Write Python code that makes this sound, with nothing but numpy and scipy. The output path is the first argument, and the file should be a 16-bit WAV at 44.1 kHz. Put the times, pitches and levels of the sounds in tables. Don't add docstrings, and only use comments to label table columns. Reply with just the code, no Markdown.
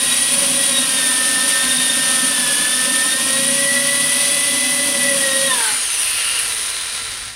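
import sys
import numpy as np
from scipy import signal
from scipy.fft import rfft, irfft, next_fast_len
from scipy.io import wavfile
from scipy.ndimage import uniform_filter1d

SR = 44100
rng = np.random.default_rng(int(sys.argv[2]) if len(sys.argv) > 2 else 0)


def store_pcm(level_fs):
    pcm = np.round(np.clip(level_fs, -1, 1) * 32767).astype(np.int16)
    wavfile.write(sys.argv[1], SR, np.atleast_2d(pcm).T)


N = 324135

TEETH, GEAR_RATIO = 7, 9
FREE_SPEED, FULL_LOAD_SAG = 284, 25
RELEASE_S = 5.475

# (gear ring above 10 kHz, unloaded)
SWING = [(5.7, 3050, -16, 1), (5.8, 2970, -5, -6), (6.07, 2740, 2, 2.5), (6.25, 2760, -2.5, -3),
         (6.42, 2800, -1, -1), (6.47, 2900, -18, 1), (6.5, 3900, -3, 0), (6.75, 4050, -2, -6),
         (7.35, 3830, -9, -13)]


def clock():
    return np.arange(N) / SR


def from_db(db):
    return 10 ** (np.asarray(db) / 20)


def rms_one(x):
    return x / np.sqrt(np.mean(x ** 2) + 1e-20)


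def in_time(rows):
    s, *columns = np.transpose(rows)
    return [np.interp(clock(), s, column) for column in columns]


def bumps(x, rows):
    return sum(height * np.exp(-((x - centre) / width) ** 2) for centre, width, height in rows)


def drift(rate):
    hz = np.arange(N + 1) * SR / (2 * N)
    spectrum = rfft(rng.standard_normal(2 * N))
    return rms_one(irfft(spectrum / (1 + (hz / rate) ** 2))[:N])


def colour(x, spectrum):
    size = next_fast_len(N + SR // 4)
    points = np.array(spectrum)
    log_hz = np.log(np.arange(size // 2 + 1) * SR / size + 1)
    knots = np.log(points[:, 0])
    skirt = np.abs(log_hz - np.clip(log_hz, knots[0], knots[-1]))
    response = from_db(np.interp(log_hz, knots, points[:, 1]) - 20 * skirt)
    return rms_one(irfft(rfft(x, size) * response, size)[:N])


def resonate(x, modes):
    out = 0
    for k, (hz, width, db) in enumerate(modes):
        r = np.exp(-np.pi * width / SR)
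        poles = [1, -2 * r * np.cos(2 * np.pi * hz / SR), r * r]
        gain = (-1) ** k * from_db(db) * (1 - r * r) / 2
        out = out + gain * signal.lfilter([1, 0, -1], poles, x + 1e-18)
    return rms_one(out)


def tone(cycles, db, waver_db, waver_hz):
    amplitude = np.sqrt(2) * from_db(db + waver_db * drift(waver_hz))
    return amplitude * np.sin(2 * np.pi * (cycles + rng.random()))


def impacts(cycles, spread_db, scatter):
    at = np.flatnonzero(np.diff(np.floor(cycles)) > 0)
    period = 1 / np.maximum(np.gradient(cycles)[at], 1 / SR)
    size, late = rng.standard_normal((len(at), 2)).T
    when = np.clip(at + scatter * late * period, 0, N - 1).astype(int)
    strength = from_db(spread_db * np.minimum(size, 2)) * np.sqrt(period)
    clicks = np.zeros(N)
    clicks[when] = strength * rng.choice([-1, 1], len(at))
    return rms_one(clicks)


def room(x, wet_db):
    decay_60db_s, first_reflection_s = 0.46, 0.003
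    t = np.arange(SR // 2) / SR
    tail = rng.standard_normal(len(t)) * from_db(-60 * t / decay_60db_s) * (t > first_reflection_s)
    tail = tail / np.linalg.norm(tail)
    wet = from_db(wet_db)
    return (x + wet * signal.fftconvolve(x, tail)[:N]) / np.sqrt(1 + wet ** 2)


def rumble():
    # frequency_hz, response_db
    room_spectrum = [(18, -31), (30, -6.5), (55, -2), (80, -7.5), (105, -3), (145, -15), (215, -20),
                     (245, -5.5), (280, -32), (600, -21.5), (2000, -59)]
    # centre_s, half_length_s, added_db
    rumble_swells = [(0.05, 0.32, 5), (1.7, .08, 6.5), (4.7, .9, 3), (6.42, 0.4, 7.5), (7.18, 0.37, 9)]
    level_db = -53.5 + bumps(clock(), rumble_swells)
    return from_db(level_db) * colour(rng.standard_normal(N), room_spectrum)


def rotation():
    # time_s, speed_turns_per_s
    driven_speed = [(0.0, 270.9), (0.43, 277.3), (0.65, 274.1), (1.09, 257.4), (1.32, 256.9), (1.75, 261.5),
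                    (2.07, 260.1), (2.27, 257.4), (2.52, 243.8), (2.8, 256.1), (2.98, 257.7), (3.23, 264.2),
                    (3.59, 278.4), (4.39, 285.0), (4.81, 285.7), (5.07, 281.0), (5.31, 268.6),
                    (5.45, 272.7)]
    drag_drop, drag_s = 59.5, 0.21
    friction = 95
    coasting_s = np.maximum(clock() - RELEASE_S, 0)
    drag = drag_drop * (1 - np.exp(-coasting_s / drag_s))
    speed = in_time(driven_speed)[0] - drag - friction * coasting_s
    chuck = np.cumsum(speed) / SR / GEAR_RATIO
    flutter = .0014 * drift(35) + .0014 * np.sin(2 * np.pi * chuck)
    return speed, np.cumsum(speed * (1 + flutter)) / SR


def loading(speed):
    return np.clip((FREE_SPEED - speed) / FULL_LOAD_SAG, 0, 1)


def crossing(hz):
    # centre_hz, half_width_hz, gain_db
    standing_waves = [(495, 18, -5), (540, 8, 11), (555, 9, 12), (1076, 10, 7), (1127, 7, 9), (1325, 25, 4),
                      (1566, 12, 5), (1931, 9, -8), (1958, 11, 7), (3480, 80, 6), (3658, 12, 8),
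                      (3772, 32, 9), (3895, 40, -8), (7690, 70, 6), (8780, 110, -7), (9020, 70, 4),
                      (9630, 70, 6)]
    grid = np.arange(SR // 2)
    return np.interp(hz, grid, bumps(grid, standing_waves))


def whine(speed, turns, powered):
    # order (multiple of turn rate),
    # free_db, loaded_db, release_db, growth_db_per_s, waver_db, waver_hz
    strong_orders = [(2, -42.5, -47, -43, 1.8, 1.05, 31), (4, -43, -41.5, -24.5, 0.16, 3, 19),
                     (7, -29.5, -28, -27.5, 1.0, 2.5, 46), (14, -31, -30.5, -21, -0.87, 3.5, 45)]
    # order (multiple of turn rate), free_db, loaded_db
    weak_orders = [(5, -56, -39), (6, -47, -39), (9, -36, -46), (10, -47, -50), (11, -38, -42),
                   (12, -36, -38), (13, -48, -47), (16, -43, -45), (17, -45, -47), (18, -47, -46),
                   (19, -45, -47), (33, -34, -46)]
    fade_db_per_s = 34
    seating_s, unseated_db = 0.38, 10
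    load = loading(speed)
    engaged, = in_time([(5.69, 0.75), (5.77, 0.017)])
    let_go = np.clip((clock() - RELEASE_S) / 0.037, 0, 1)
    turns = turns + .025 * np.sqrt(np.clip(1 - powered, 0, 1)) * drift(40)
    unseated = np.clip(1 - (clock() / seating_s) ** 2, 0, 1)
    strong = 0
    for order, free_db, loaded_db, release_db, growth_db, waver_db, waver_hz in strong_orders:
        driven_db = free_db + load * (loaded_db - free_db) + crossing(order * speed)
        released_db = release_db - fade_db_per_s * (clock() - RELEASE_S)
        level_db = driven_db + let_go * (released_db - driven_db) + growth_db * clock()
        level_db = level_db - unseated_db * unseated * (order < TEETH)
        strong = strong + tone(order * turns, level_db, waver_db, waver_hz)
    weak = 0
    for order, free_db, loaded_db in weak_orders:
        level_db = free_db + load * (loaded_db - free_db) + crossing(order * speed)
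        weak = weak + tone(order * turns, level_db, waver_db=2.5, waver_hz=6.3)
    return engaged * strong + powered * weak


def excitation(turns):
    throb = from_db(1.2 * np.sin(2 * np.pi * turns) + .6 * drift(90))
    teeth = impacts(TEETH * turns, spread_db=3.5, scatter=.2)
    return room(throb * (teeth + 0.94 * rng.standard_normal(N)), wet_db=-7.5)


def gears(speed, turns, powered):
    # frequency_hz, response_db
    housing_spectrum = [(300, -10), (420, -5), (700, -4), (870, -5.5), (1000, 2), (1200, -3), (1700, 0.5),
                        (2300, 1), (2900, 6), (3500, 3.5), (4300, 2), (6000, 2), (7300, -2.5), (9000, -7.5)]
    ring_spectrum = [(6500, -45), (7500, -69), (8000, -7.5), (8500, -3.5), (9050, 3), (9600, 5.5),
                     (10050, 1), (10600, -5), (11300, -9.5), (12300, -14.5), (13300, -21.5), (15800, -28.5)]
    # frequency_hz, width_hz, relative_db
    shell_modes = [(2495, 26, -32), (2990, 70, -8), (3350, 130, 12.5), (3380, 34, 5.5), (3810, 40, 3),
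                   (4635, 77, 23.5)]
    gear_modes = [(7960, 90, -9), (9064, 90, -1), (9645, 80, 0), (9795, 90, -2), (10270, 160, -9)]
    # multiple (of tooth rate), relative_db
    mesh_harmonics = [(3, -16.5), (4, -18), (5, -7), (6, -27), (7, -30)]
    # centre_s, half_length_s, relative_db
    squeal_returns = [(5.86, 0.25, -5.5)]

    halvings = np.log2(FREE_SPEED / speed)
    eased_db = 0.16 * clock()
    housing_db = -25.5 + 0.5 * loading(speed) * powered - 2 * halvings - eased_db
    ring_db = -18.7 - 3.5 * halvings - eased_db

    on_shell, on_wheels = excitation(turns), excitation(turns)
    broad = from_db(2.5 + 0.45 * powered) * colour(on_shell, housing_spectrum)
    housing = broad + from_db(-5.5) * powered * resonate(on_shell, shell_modes)
    steel = colour(on_wheels, ring_spectrum) + from_db(-9.5) * resonate(on_shell, gear_modes)

    top_db = in_time(SWING)[2] * (1 - powered)
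    soft = signal.sosfiltfilt(signal.butter(4, 10000, fs=SR, output="sos"), steel)
    steel = soft + from_db(top_db) * (steel - soft)

    mesh = TEETH * turns + .02 * drift(90)
    squeal = 0
    for k, db in mesh_harmonics:
        level_db = db + crossing(k * TEETH * speed)
        squeal = squeal + tone(k * mesh, level_db, waver_db=4.5, waver_hz=90)
    returning = bumps(clock(), [(s, half, from_db(db)) for s, half, db in squeal_returns])
    pressed = from_db(-0.5) * powered ** 6 + returning
    ring = from_db(1.0 - 1.58 * powered) * steel + pressed * squeal
    return from_db(housing_db) * housing + from_db(ring_db) * ring


def stalling(speed):
    half_power_speed = 44.3
    return 1 / np.sqrt(1 + (half_power_speed / speed) ** 6)


def catches():
    # peak_s, relative_db
    edge_catches = [(0.358, -20), (0.47, -16.5), (0.789, -17), (0.938, -27), (1.364, -20), (1.666, -17),
                    (1.777, -22), (1.952, -16.5), (2.234, -15), (2.406, -17.5), (2.884, -14.5),
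                    (4.985, -20), (5.167, -24), (5.408, -21.5)]
    rise_s, decay_s = 0.014, 0.082
    bursts = 0
    for peak_s, db in edge_catches:
        since = clock() - peak_s
        rise = np.clip(since / rise_s + 1, 0, 1)
        bursts = bursts + from_db(db - 8.5) * rise * np.exp(-np.maximum(since, 0) / decay_s)
    return bursts


def boring(turns):
    # frequency_hz, width_hz, relative_db
    bench_modes = [(157, 15.4, -11.5), (198, 17, -10), (251.6, 6.1, 5.5), (285.7, 16, -1.5),
                   (321, 16.5, -8.5), (556.5, 12, 1.5), (775, 12, -8), (1047, 55, -20)]
    # order (multiple of chuck rate), relative_db
    bit_orders = [(5, -5.5), (6, -14), (7, -10.5), (8, 1.5), (9, -3.5)]
    # time_s, steady_share
    steadiness = [(0, 0.57), (.6, 0.3), (1.0, 0), (3.1, 0.11), (3.5, 0.9), (4.6, 0.22), (5.5, 0.1)]
    # centre_s, half_length_s, added_db
    cut_swells = [(0.483, .1, 2.5), (3.443, 0.054, 4.5), (5.0, 0.18, 4.5)]
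    steady = np.clip(in_time(steadiness)[0], 0, 1)
    chuck = turns / GEAR_RATIO
    tearing = 0.68 * impacts(chuck, spread_db=13.5, scatter=0.1987) + rng.standard_normal(N)
    boom = resonate(tearing, bench_modes)
    boom = boom / np.sqrt(uniform_filter1d(boom ** 2, size=SR // 10) + 1e-9)
    hum = rms_one(sum(tone(k * chuck, db, waver_db=3.0, waver_hz=20) for k, db in bit_orders))
    in_wood, = in_time([(.3, 0.73), (.38, 1), (5.52, 0.85), (5.62, 0.17), (5.75, 0.23), (5.87, 0)])
    level_db = -32 + bumps(clock(), cut_swells) + 0.99 * drift(14)
    cutting = from_db(level_db) * (np.sqrt(1 - steady) * boom + np.sqrt(steady) * hum)
    jolts = catches() * signal.sosfilt(signal.butter(4, 380, fs=SR, output="sos"), boom)
    return in_wood * cutting + jolts


def slack(turns, powered):
    # frequency_hz, response_db
    slack_spectrum = [(350, -26), (440, -20), (800, -64), (1050, 10), (1400, 15.5), (1900, 23), (2300, 15),
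                      (2850, -17), (3400, -24), (4000, 20), (5500, -17), (8000, -19)]
    # frequency_hz, width_hz, relative_db
    slack_modes = [(1365, 40, 6), (1840, 180, -5), (2364, 52, 7), (3580, 160, 1), (4660, 460, 2)]
    # centre_s, half_length_s, added_db
    slack_swells = [(5.64, 0.13, 11.4), (6.25, 0.23, 6.6)]
    level_db = -32.5 + bumps(clock(), slack_swells)
    whirr_hz, whirr_db, _ = in_time(SWING)
    knocks = impacts(TEETH * turns, spread_db=3.0, scatter=.25) * from_db(2.2 * np.sin(2 * np.pi * turns))
    knocks = room(knocks, wet_db=2.5)
    rattle = 0.76 * colour(knocks, slack_spectrum) + 0.64 * resonate(knocks, slack_modes)
    spin = np.exp(2j * np.pi * np.cumsum(whirr_hz) / SR)
    smooth = signal.sosfilt(signal.butter(2, 250, fs=SR, output="sos"), knocks / spin)
    whirr = rms_one((spin * smooth).real)
    lines = sum(tone(k * turns, 0, waver_db=4.0, waver_hz=25) for k in (4, TEETH))
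    hum = resonate(lines, [(440, 79, 12), (604, 25.4, -15), (780, 95, 7)])
    running_free = rattle + from_db(whirr_db) * whirr + from_db(-27.5) * hum
    return (1 - powered) * from_db(level_db) * running_free


def handling():
    # start_s, relative_db
    light_knocks = [(5.9032, 5.5), (6.1264, -6), (6.1438, -4), (6.2464, 7), (6.3902, 7.5)]
    clicks = np.zeros(N)
    for s, db in light_knocks:
        clicks[int(s * SR)] += from_db(db)
    knocks = resonate(clicks, [(1410, 140, -1), (2760, 440, 5), (4600, 600, -4), (9800, 550, 10)])
    knocks = room(signal.sosfilt(signal.butter(2, 10000, fs=SR, output="sos"), knocks), wet_db=4.5)
    return from_db(-11) * knocks * clicks.max() / np.abs(knocks).max()


def rubs():
    # centre_s, half_length_s, level_db
    rub_times = [(6.165, .04, -35)]
    # frequency_hz, response_db
    rub_spectrum = [(8000, -15), (10500, 0), (12500, -3), (15500, -16)]
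    envelope = bumps(clock(), [(s, half, from_db(db)) for s, half, db in rub_times])
    return envelope * colour(rng.standard_normal(N), rub_spectrum)


def scene():
    speed, turns = rotation()
    powered, = in_time([(5.47, 0.93), (5.76, 0.024)])
    stutter = from_db(4 * np.sqrt(np.clip(1 - powered, 0, 1)) * drift(45))
    lines = room(stutter * whine(speed, turns, powered), wet_db=-10.0)
    pressure = from_db(.55 * drift(16))
    tooth_noise = pressure * gears(speed, turns, powered) + slack(turns, powered)
    drill = lines + stalling(speed) * tooth_noise
    return (rumble() + drill + boring(turns) + handling() + rubs())[None]


def record(dry):
    return signal.sosfilt(signal.ellip(12, .1, 90, 15750, fs=SR, output="sos"), dry)


dry = scene()
out = record(dry)
store_pcm(out)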